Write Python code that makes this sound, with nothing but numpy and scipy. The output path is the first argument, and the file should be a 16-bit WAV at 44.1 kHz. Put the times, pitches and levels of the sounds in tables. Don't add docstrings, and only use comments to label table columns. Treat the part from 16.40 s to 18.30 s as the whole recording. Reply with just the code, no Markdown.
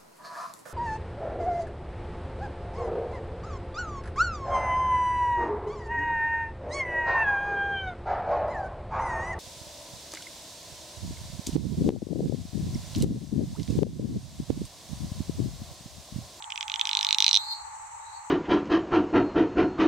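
import sys
import numpy as np
from scipy import signal
from scipy.fft import rfft, irfft
from scipy.io import wavfile
from scipy.ndimage import uniform_filter1d, minimum_filter1d

SR = 44100
rng = np.random.default_rng(int(sys.argv[2]) if len(sys.argv) > 2 else 0)


def to_wav(s):
    ch = np.atleast_2d(s).T
    pcm = np.round(np.clip(ch, -1, 1) * 32767)
    wavfile.write(sys.argv[1], SR, pcm.astype(np.int16))


N = 83790


def undb(db):
    return 10 ** (np.asarray(db) / 20)


def level(x, db):
    return x * undb(db) / np.sqrt(np.mean(x ** 2, axis=-1, keepdims=True))


def fade(points):
    return undb(np.interp(np.arange(N) / SR, *np.array(points).T))


def add(out, start_s, sound):
    i = int(np.clip(start_s * SR, 0, N))
    out[i:i + len(sound)] += sound[:N - i]


def cut(x, hz, kind, order=4):
    return signal.sosfilt(signal.butter(order, hz, kind, fs=SR, output="sos"), x)


def colour(x, points):
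    hz, db = np.array(points).T
    freqs = np.maximum(np.fft.rfftfreq(N, 1 / SR), 1)
    return irfft(rfft(x) * undb(np.interp(np.log(freqs), np.log(hz), db)), N)


def noise(points):
    return colour(rng.standard_normal((2, N)), points)


def wander(turns_per_s):
    step = int(SR / turns_per_s)
    return uniform_filter1d(np.repeat(rng.standard_normal(N // step + 1), step), step)[:N]


def ring(hz, swell_ms):
    swell_s = swell_ms / 1000
    t = np.arange(int(9 * swell_s * SR)) / SR
    return (t / swell_s * np.exp(1 - t / swell_s)) ** 2 * np.sin(2 * np.pi * hz * t)


def echoes(x, db, first_s, decay_s):
    t = np.arange(SR // 2) / SR
    cloud = rng.standard_normal((2, len(t))) * (t > first_s) * np.exp(-np.log(1000) * t / decay_s)
    cloud /= np.sqrt(np.sum(cloud ** 2, axis=1, keepdims=True))
    return undb(db) * signal.fftconvolve(x[None], cloud, axes=1)[:, :N]


def pulse_train(pulses_per_s, swell_ms, pitch, jitter=0.14, spread_db=3):
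    out, start_s = np.zeros(N), 0.
    for late, loud in rng.standard_normal((N // 100, 2)):
        if start_s * SR >= N:
            break
        add(out, start_s, undb(spread_db * loud) * ring(pitch[int(start_s * SR)], swell_ms))
        start_s += np.exp(jitter * late) / pulses_per_s
    return level(out, 0)


def rumble():
    # frequency_hz, level_db
    tone = [(20, -13), (45, -5.5), (72, -2), (100, -2), (140, -13.5), (220, -24), (500, -36)]
    middle, side = level(noise(tone), db=-66)
    add(middle, start_s=1.208, sound=undb(-53) * ring(hz=68, swell_ms=20))
    return middle + undb(-14) * np.array([side, -side])


def rush():
    # frequency_hz, level_db
    tone = [(60, 0), (150, 3.5), (600, 4), (1200, -6.5)]
    # time_s, level_db
    loudness = [(0, -73), (.35, -68.5), (.85, -60.5), (.97, -59), (1.01, -100)]
    return level(noise(tone), 0) * fade(loudness)


def insects():
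    # frequency_hz, level_db
    tone = [(4500, -36), (5600, -11.5), (6300, -3.5), (6800, -3), (7700, 3.5), (8300, -3), (9200, -18),
            (10500, -27), (15000, -49), (17000, -38.5)]
    hiss = noise(tone)
    flicker_db = 2 * np.array([wander(94), wander(70)])
    return level(hiss * undb(flicker_db), db=-51)


def chorus():
    # pitch_hz, level_db, pulses_per_s, swell_ms
    voices = [(827.3, -47.5, 63, 5.8), (906.5, -50.5, 42, 6), (883, -49, 44, 5.4), (1105, -55.5, 39, 1.45),
              (1135, -56.5, 41, 2.25)]
    # frequency_hz, level_db
    blur_tone = [(200, -31), (450, -20), (680, -7), (850, 0), (1300, -0.5), (1550, -2.5), (1950, -1.5),
                 (2600, -8), (3400, -19.5), (4300, -9), (5000, -24.5), (9000, -45.5)]
    # time_s, boost_db
    swell = [(0, 0), (.3, 2.5), (.6, 7), (.85, 4.5), (1.1, 2), (1.9, 1)]
    calls = 0
    for hz, db, pulses_per_s, swell_ms in voices:
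        pitch = hz * (1 + 0.009 * wander(20))
        voice = pulse_train(pulses_per_s, swell_ms, pitch, jitter=0.17, spread_db=2)
        early = echoes(voice, db=3, first_s=0, decay_s=0.011)
        late = echoes(voice, db=0.59, first_s=0.0052, decay_s=0.16)
        calls = calls + level(early + late, db)
    blur = level(noise(blur_tone), db=-54.5)
    return fade(swell) * (cut(calls, 810, "high", order=8) + blur)


def far_frog(curve):
    # pitch_multiple, level_db
    overtones = [(2, -29), (3, -31.5)]
    pulses_per_s, swell_ms = 140, 1.1
    t = np.arange(N) / SR
    times, db, hz = np.array(curve).T
    pitch = np.interp(t, times, hz)
    trill = pulse_train(pulses_per_s, swell_ms, pitch)
    for multiple, overtone_db in overtones:
        trill += undb(overtone_db) * pulse_train(pulses_per_s, swell_ms / multiple, multiple * pitch)
    loudness = undb(np.interp(t, times, db)) * (t > times[0]) * (t < times[-1])
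    trill = cut(trill, 3500, "high") * loudness
    early = echoes(trill, db=-1, first_s=0, decay_s=0.06)
    late = echoes(trill, db=-8.5, first_s=0.0085, decay_s=0.46)
    return level(early + late, 0) * np.std(trill)


def answering_frogs():
    # time_s, level_db, pitch_hz
    first = [(.96, -63, 4140), (.985, -31, 3980), (1.011, -35, 4120), (1.075, -35.5, 4340),
             (1.13, -27, 4250), (1.148, -59.5, 4240), (1.16, -67, 4370)]
    # time_s, level_db, pitch_hz
    second = [(1.6, -65, 3900), (1.68, -55.5, 4030), (1.755, -51, 4250), (1.79, -63, 4220),
              (1.82, -66, 4250)]
    return far_frog(first) + far_frog(second)


def frog_clicks():
    # start_s, sac_db, sac_pitch_hz, throat_db, overtone_db
    clicks = [(0.0235, -28, 3590, -46, -48), (0.0419, -27, 3250, -51, -53), (0.1031, -25.5, 3200, -34, -39),
              (0.1209, -22, 3240, -31.5, -40.5), (0.158, -24, 3250, -34.5, -40),
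              (0.1765, -22, 3240, -31.5, -37.5), (0.2088, -16.5, 3230, -32.5, -34),
              (0.2276, -18.5, 3260, -31, -35.5), (0.28, -21, 3200, -30, -35.5),
              (0.298, -19, 3420, -29.5, -33.5), (0.3176, -20.5, 3830, -31, -39),
              (0.3399, -16, 3500, -29, -33.5), (0.3583, -17.5, 3280, -31, -33.5),
              (0.395, -15, 3290, -28, -31), (0.412, -7.5, 3440, -30, -28.5),
              (0.4535, -17, 3750, -31.5, -31), (0.4714, -17.5, 3420, -29, -29),
              (0.4917, -15.5, 3400, -29, -27.5), (0.5123, -15.5, 3820, -33.5, -35),
              (0.5314, -14, 3840, -31, -30), (0.5507, -11, 3620, -36, -30), (0.5706, -10, 3890, -30, -27.5),
              (0.5903, -13.5, 3860, -34, -30.5), (0.6096, -14.5, 3840, -28.5, -27.5),
              (0.6286, -15.5, 3540, -28.5, -25.5), (0.6475, -12.5, 3740, -25.5, -22.5),
              (0.6673, -12, 3880, -36, -31), (0.6885, -13, 3920, -28.5, -29.5),
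              (0.7079, -11, 3890, -26.5, -27.5), (0.7274, -7, 3900, -27.5, -22),
              (0.7457, -11.5, 3870, -30, -25.5), (0.7844, -9, 3790, -28, -21.5),
              (0.8035, -5.5, 3690, -27.5, -18.5), (0.823, -7.5, 3820, -26.5, -20),
              (0.843, -8, 3820, -26, -20), (0.8641, -4.5, 4000, -23.5, -19),
              (0.8798, -4, 4040, -23.5, -17.5), (0.8909, -13, 3890, -30, -23),
              (0.9113, -9, 4060, -31.5, -22.5), (0.9299, -6, 3790, -33.5, -19),
              (0.9428, -7, 3850, -28.5, -19.5), (0.9523, -4.5, 3840, -36.5, -18),
              (0.962, -4.5, 3860, -31, -24), (0.9716, -7, 3840, -36.5, -20.5)]
    # pitch_hz, level_db, swell_ms
    throat = [(2462, -0.5, 0.82), (2820, -2.5, 1)]
    # pitch_hz, level_db, swell_ms
    overtones = [(5466, -1, 0.41), (6080, -5, 0.89), (7860, -11.5, 0.23)]
    # pitch_hz, level_db, swell_ms
    snap = [(9630, -20.5, 0.43), (12000, -26.5, 0.19), (15600, -23, 0.2)]
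    voice = np.zeros(N)
    for start_s, sac_db, sac_hz, throat_db, overtone_db in clicks:
        sac_swell_ms = 0.52 + 0.14 * start_s
        ring_s = start_s + .0003
        add(voice, ring_s, undb(sac_db + 3) * ring(sac_hz, sac_swell_ms))
        groups = (throat, throat_db, 1.5), (overtones, overtone_db, 1.5), (snap, overtone_db, 4.5)
        for tones, group_db, spread_db in groups:
            for hz, db, swell_ms in tones:
                detune, loud = rng.standard_normal(2)
                gain = undb(group_db + 10 + db + spread_db * loud)
                late_s = .0001 * rng.random()
                add(voice, ring_s + late_s, gain * ring(hz * (1 + .012 * detune), swell_ms))
    return voice


def near_frog():
    # frequency_hz, level_db
    body_tone = [(700, -20.5), (1500, -10), (2100, -2.5), (4500, -2), (4900, 3), (5300, -2.5), (15000, -4),
                 (16000, 0.5)]
    voice = colour(frog_clicks(), body_tone)
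    left_delay_s = .00001
    freqs = np.fft.rfftfreq(N, 1 / SR)
    left = irfft(rfft(voice) * np.exp(-2j * np.pi * freqs * left_delay_s), N)
    direct = np.array([undb(-4.8) * left, undb(2.6) * voice])
    leaves = echoes(voice, db=-13, first_s=.002, decay_s=.017)
    marsh = echoes(cut(voice, 6000, "low", order=2), db=-17, first_s=.005, decay_s=0.12)
    return direct + leaves + marsh


def scene():
    return near_frog() + answering_frogs() + chorus() + insects() + rumble() + rush()


def record(dry):
    ceiling, smooth_s, top_hz = .98, .004, 16000
    size = int(smooth_s * SR)
    allowed_gain = ceiling / np.maximum(np.abs(dry).max(axis=0), ceiling)
    gain = uniform_filter1d(minimum_filter1d(allowed_gain, 2 * size), size)
    return signal.sosfilt(signal.ellip(8, .2, 70, top_hz, fs=SR, output="sos"), gain * dry)


dry = scene()
out = record(dry)
to_wav(out)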